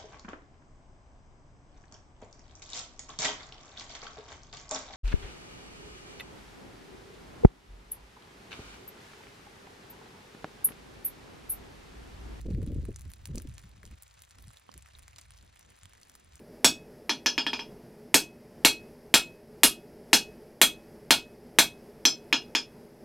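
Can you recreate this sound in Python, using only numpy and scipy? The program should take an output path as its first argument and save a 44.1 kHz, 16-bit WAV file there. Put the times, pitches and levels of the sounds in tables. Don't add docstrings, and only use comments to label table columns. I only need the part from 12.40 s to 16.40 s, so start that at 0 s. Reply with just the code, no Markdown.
import sys
import numpy as np
from scipy import signal
from scipy.fft import rfft, irfft, next_fast_len
from scipy.io import wavfile
from scipy.ndimage import uniform_filter1d, map_coordinates

SR = 44100
rng = np.random.default_rng(int(sys.argv[2]) if len(sys.argv) > 2 else 0)


def inscribe(sig):
    pcm = np.round(np.clip(np.atleast_2d(sig).T, -1, 1) * 32767)
    wavfile.write(sys.argv[1], SR, pcm.astype(np.int16))


N = 176400
TOP_HZ = 16700

# t/s, level/dB, leaf pitch f/Hz, resonance Q, slap against ring level/dB
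NEAR_HITS = [(0.0138, -29, 10200, 0.56, -1.5), (0.1483, -27.5, 2340, 1.3, -4.5),
             (0.2179, -38.5, 1810, 1, 7), (0.2637, -29, 9200, 2.2, -2), (0.453, -28, 9400, 0.9, 4),
             (0.561, -13.5, 6700, 1.24, -13.5), (0.595, -28, 10300, 0.8, -6), (0.61, -28, 10000, 0.62, -8),
             (0.618, -27, 9100, 0.93, -6), (0.7027, -16, 13500, 5.8, -19), (0.7174, -24, 10700, 2.4, -2.5),
             (0.7363, -21, 5540, 0.38, -17.5), (0.856, -15.5, 10500, 0.23, -6.5),
             (0.8727, -21.5, 10300, 2, -4.5), (0.957, -15, 9100, 0.71, -11.5),
             (0.9757, -17.5, 2600, 6.3, -7.5), (0.9814, -13, 6000, 1.37, -12), (1, -22, 1450, 1.5, -3.5),
             (1.0206, -19.5, 12500, 0.79, -10), (1.0732, -27, 3980, 0.46, -31),
             (1.1448, -24.5, 8800, 4.4, -28), (1.1815, -24, 4300, 0.44, 0.5), (1.2386, -29, 2330, 0.6, -13),
             (1.4316, -22.5, 1830, 1.5, -8), (1.4535, -27.5, 5400, 1, 1), (1.624, -17, 14100, 0.91, -15),
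             (1.6333, -22.5, 9800, 0.6, -26), (1.821, -21.5, 14000, 0.63, -4),
             (1.909, -27, 5900, 1.4, -1.5), (1.9852, -25, 8200, 14, -3), (2.025, -24.5, 14300, 0.98, -9),
             (2.1713, -18, 3800, 4.2, -12), (2.3164, -19, 4700, 2.5, -13), (2.341, -24.5, 4060, 0.37, -24),
             (2.3783, -19.5, 9400, 1.3, -8.5), (2.4242, -30, 7700, 2.6, -1), (2.4603, -24.5, 2160, 1.1, -5),
             (2.5516, -13.5, 3880, 4.7, -32), (2.5875, -28, 12700, 0.89, -3.5), (2.593, -28, 8400, 1.9, 0),
             (2.681, -24, 2220, 2.7, 1), (2.7617, -21, 4660, 1, -12), (2.7844, -19.5, 4840, 1.6, -5),
             (2.7879, -27.5, 6560, 0.7, 3), (2.8135, -25, 7440, 1.4, -6), (2.9068, -23.5, 9500, 3.9, -3),
             (3.1936, -25.5, 14100, 0.52, -19), (3.4336, -23, 7550, 2.6, -5), (3.4559, -24.5, 3300, 4.1, 1),
             (3.535, -33, 2150, 1.8, 3), (3.6323, -20.5, 4670, 1.45, -23), (3.6973, -27, 6500, 0.38, -12),
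             (3.753, -25, 13100, 1, 2.5), (3.9561, -24, 7500, 0.83, -21)]
def near_drops(gain_db=2):
    return amp(gain_db) * leaf_hits(NEAR_HITS)


# f/Hz, level/dB
SLAP_EQ = [(100, -50), (700, -10), (1050, -3.5), (2500, -3.5), (7000, -2.5), (11000, -3.5), (16000, -10)]
def leaf_hits(hits, size=2048, pan_spread_db=5.5, phase_spread_rad=0.28):
    t, hz = np.arange(size) / SR, np.fft.rfftfreq(size, 1 / SR) + 1
    slap = minimum_phase(colour(SLAP_EQ, hz))
    preroll = size // 16
    out = np.zeros((2, N + size))

    def burst(db, t60_s):
        noise = rng.standard_normal((2, size)) * amp(-60 * t / t60_s)
        return amp(db) * rfft(unit(noise)) / np.sqrt(size)

    for onset, db, pitch, q, slap_db in hits:
        ring = 1 / (1 + 1j * q * (hz / pitch - pitch / hz)) ** 2
        bodies = np.array([ring, amp(slap_db) * slap])
        touch = np.conj(burst(-8.5, t60_s=0.0059))
        crush = burst(-3, t60_s=0.0057)
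        struck = (touch + 1 + crush) * bodies
        struck /= np.linalg.norm(struck, axis=1, keepdims=True)
        struck *= np.linalg.norm(bodies, axis=1, keepdims=True)
        bearing = phase_spread_rad * rng.choice([-1, 1]) * rng.uniform(0.15, 1)
        ports = np.exp(np.array([[1j], [-1j]]) * bearing)
        echoes = burst(-6, t60_s=0.051) * bodies.sum(axis=0)
        tick = np.roll(irfft(struck.sum(axis=0) * ports + echoes), preroll, axis=1)
        pan_db = np.array([[.5], [-.5]]) * pan_spread_db * rng.standard_normal()
        start = max(int(onset * SR) - preroll, 0)
        out[:, start:start + size] += tick * amp(db + pan_db)
    return out[:, :N]


# t/s, level/dB
KNOCK_CUES = [(2.292, -37)]
# f/Hz, level/dB, T60/s
WOOD_MODES = [(272, -18, 0.045), (580, -19, 0.018), (1080, 2, 0.0085), (3100, -5, 0.0085)]
def wood_knock(left_lag_s=0.0001, left_db=-6):
    t = np.arange(N) / SR - np.array([[left_lag_s], [0]])
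    out = np.zeros((2, N))
    for onset, db in KNOCK_CUES:
        age = np.clip(t - onset, 0, .2)
        for hz, mode_db, t60 in WOOD_MODES:
            out += amp(db + mode_db - 60 * age / t60) * np.sin(2 * np.pi * hz * age)
    return out * amp([[left_db], [0]])


# t/s, level/dB
BREEZE_RIDE = [(0, -43), (.1, -38), (.23, -36.5), (.43, -39.5), (.55, -44), (.8, -51), (.93, -48),
               (1.08, -42.5), (1.2, -59.5), (1.5, -59.5), (1.9, -65.5), (2.03, -53.5), (2.2, -71),
               (2.5, -61), (3.65, -69), (4, -66)]
# f/Hz, level/dB
RUMBLE_EQ = [(15, -26), (38, -16), (54, -1), (70, -3.5), (100, -9), (140, -18), (200, -31), (320, -46.5),
             (700, -100)]
# t/s, peak level/dB
PUFF_CUES = [(0.059, -29), (0.084, -30), (0.108, -30.5), (0.182, -28), (0.202, -34.5), (0.226, -36.5),
             (0.275, -30), (0.303, -33), (0.321, -35.5), (0.36, -33.5), (0.384, -37), (0.433, -37),
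             (0.488, -29), (0.508, -38.5), (0.657, -52), (0.892, -39), (0.918, -41.5), (0.948, -29),
             (0.975, -32), (1.009, -48.5), (1.05, -36), (1.443, -48.5), (1.469, -45.5), (1.524, -56),
             (2.356, -52)]
# f/Hz, level/dB
EDDY_EQ = [(50, 8), (130, -2.5), (210, 3.5), (330, -1), (450, -7), (580, -14.5), (720, -32), (950, -39.5),
           (2000, -53.5)]
def breeze(rise_s=0.0049, fall_s=0.008, lag_s=0.0021, gust_db=3, churn_db=-43):
    t, strength_db = np.arange(N) / SR, curve(BREEZE_RIDE)
    rumble_gain = amp(strength_db + 2 + gust_db * wobble(per_s=16))
    rumble = rumble_gain * rush(RUMBLE_EQ, side_db=-14, even_s=0.0424)
    eddy_gain = amp(churn_db + 3 * (strength_db - strength_db.max()))
    for cue, db in PUFF_CUES:
        age = t - cue - lag_s
        fade = np.maximum(-age / rise_s, age / fall_s)
        eddy_gain = np.hypot(eddy_gain, amp(db) * np.exp(-np.minimum(fade, 20)))
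    return rumble + eddy_gain * rush(EDDY_EQ, side_db=-40, even_s=0.01376)


# t/s, peak level/dB
THUMP_CUES = [(0.142, -28), (0.235, -27.5), (0.39, -32), (.675, -39.5), (0.909, -33.5), (0.952, -43),
              (1.1, -40.5), (1.254, -48), (1.381, -54), (1.451, -56), (1.527, -42.5), (2.08, -46.5),
              (2.367, -48.5), (3.449, -51), (3.949, -52.5)]
# f/Hz, level/dB
THUMP_EQ = [(35, -13), (70, 3), (120, -6), (180, -13), (280, -29.5), (450, -46), (900, -94)]
def thumps(width_s=0.016):
    t = np.arange(N) / SR
    push = sum(amp(db) * np.exp(-np.minimum(((t - cue) / width_s) ** 2 / 2, 20))
               for cue, db in THUMP_CUES)
    return push * rush(THUMP_EQ, side_db=-27.5, even_s=0.0257)


def far_drops(hits_per_s=110, splash_s=0.012, leaf_hz=5760, spread_octaves=0.98, leaf_q=1.8):
    pairs = int(hits_per_s * N / SR / 2)
    size, leaf, stiffness, slap = rng.standard_normal((2 * pairs, 4)).T
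    times = np.repeat(rng.uniform(0, N / SR, pairs), 2) + rng.exponential(splash_s, 2 * pairs)
    pitch = np.minimum(leaf_hz * 2 ** (spread_octaves * leaf), TOP_HZ)
    q = leaf_q * 2 ** (stiffness / 2)
    ring_db = 2 * np.log2(q / leaf_q * leaf_hz / pitch)
    drop_db = np.minimum(-36 + 4.5 * size, -28.5)
    slap_db = -5.5 - ring_db + 2 * slap
    return leaf_hits(zip(times % (N / SR), drop_db + ring_db, pitch, q, slap_db))


# t/s, level/dB
PATTER_RIDE = [(0, -69), (1.4, -66.5), (2.1, -67.5), (2.4, -66), (4, -67.5)]
# f/Hz, level/dB
PATTER_EQ = [(300, -20), (560, -12), (950, -6.5), (1900, -4), (2900, -6), (4000, -5.5), (7000, -9),
             (11000, -18), (16000, -39)]
def patter(flutter_db=2.5):
    gain = amp(curve(PATTER_RIDE) + flutter_db * wobble(per_s=120))
    return gain * rush(PATTER_EQ, side_db=-3, even_s=0.1)


def spray(per_s=130, low_cut_hz=7800, bed_db=-74, thrown_db=-43, fall_s=0.021):
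    thrown = np.zeros(N)
    for onset, db, *_ in NEAR_HITS:
        thrown[int(onset * SR)] = amp(db + thrown_db) ** 2
    power = amp(bed_db) ** 2 + signal.lfilter([1], [1, -np.exp(-1 / (fall_s * SR))], thrown)
    droplets = (rng.random((2, N)) < per_s / SR) * rng.standard_normal((2, N)) ** 2
    sizzle = filtered(droplets, lambda hz: (1j * hz / (low_cut_hz + 1j * hz)) ** 4)
    return np.sqrt(power) * unit(sizzle)


# t/s, level/dB
AIR_RIDE = [(1.55, -67), (1.7, -100), (1.8, -79.5), (1.87, -85), (1.99, -64), (2.2, -83), (2.32, -63.5),
            (2.46, -88), (2.58, -69), (2.69, -78), (2.79, -71), (2.92, -93), (3.03, -64), (3.16, -81.5),
            (3.3, -63.5), (3.39, -82), (3.46, -72), (3.75, -67.5), (4, -73.5)]
# f/Hz, level/dB
AIR_EQ = [(60, 1), (230, 1.5), (480, -8.5), (800, -13), (2000, -31)]
def low_air():
    return amp(curve(AIR_RIDE)) * rush(AIR_EQ, side_db=-18, even_s=0.044)


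def amp(db):
    return 10 ** (np.asarray(db) / 20)


def unit(x):
    return x / np.sqrt(np.mean(x ** 2) + 1e-20)


def colour(eq, hz):
    f, db = np.transpose(eq)
    return amp(np.interp(np.log(hz + 1), np.log(f + 1), db))


def curve(ride):
    return np.interp(np.arange(N) / SR, *np.transpose(ride))


def wobble(per_s):
    knots = rng.standard_normal(int(N * per_s / SR) + 4)
    return map_coordinates(knots, [np.arange(N) * per_s / SR])


def filtered(x, response):
    size = next_fast_len(N + SR // 2)
    return irfft(rfft(x, size) * response(np.fft.rfftfreq(size, 1 / SR)), size)[..., :N]


def minimum_phase(gain):
    cepstrum = irfft(np.log(gain))
    half = len(cepstrum) // 2
    cepstrum[1:half] *= 2
    cepstrum[half + 1:] = 0
    return np.exp(rfft(cepstrum))


def rush(eq, side_db, even_s):
    pair = filtered(rng.standard_normal((2, N)), lambda hz: colour(eq, hz))
    power = uniform_filter1d(pair ** 2, max(int(even_s * SR), 2), axis=1)
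    mid, side = pair / np.sqrt(np.abs(power) + 1e-20)
    return np.array([mid + amp(side_db) * side, mid - amp(side_db) * side])


def scene():
    air = breeze() + thumps() + low_air()
    return air + patter() + near_drops() + wood_knock() + far_drops() + spray()


# f/Hz, side level/dB
SIDE_EQ = [(50, -1), (120, 7), (300, 16), (550, 17.5), (850, 11), (1350, 4.5), (1850, -15), (2600, 0),
           (3900, -5), (5000, -5.5), (15000, -14)]
# f/Hz, left lead/rad
LEFT_LEAD = [(2000, -0.14), (3000, 1), (4300, -0.24), (5200, -1.2), (6400, -1.3), (15000, -1.44)]
# f/Hz, level/dB
MIC_EQ = [(300, -1.5), (600, -0.5), (1200, -0.5), (2000, 0.5), (5000, -3.5), (7000, -1.5), (9800, -3),
          (10900, -1.5), (12400, -9.5), (15500, -6.5), (16600, -27)]
def record(dry):
    def response(hz):
        lead = np.interp(hz, *np.transpose(LEFT_LEAD))
        return np.exp(np.array([[.5j], [-.5j]]) * lead) * colour(MIC_EQ, hz) * (hz < TOP_HZ)

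    mid = (dry[0] + dry[1]) / 2
    side = filtered((dry[0] - dry[1]) / 2, lambda hz: colour(SIDE_EQ, hz))
    return filtered(np.array([mid + side, mid - side]), response)


dry = scene()
out = record(dry)
inscribe(out)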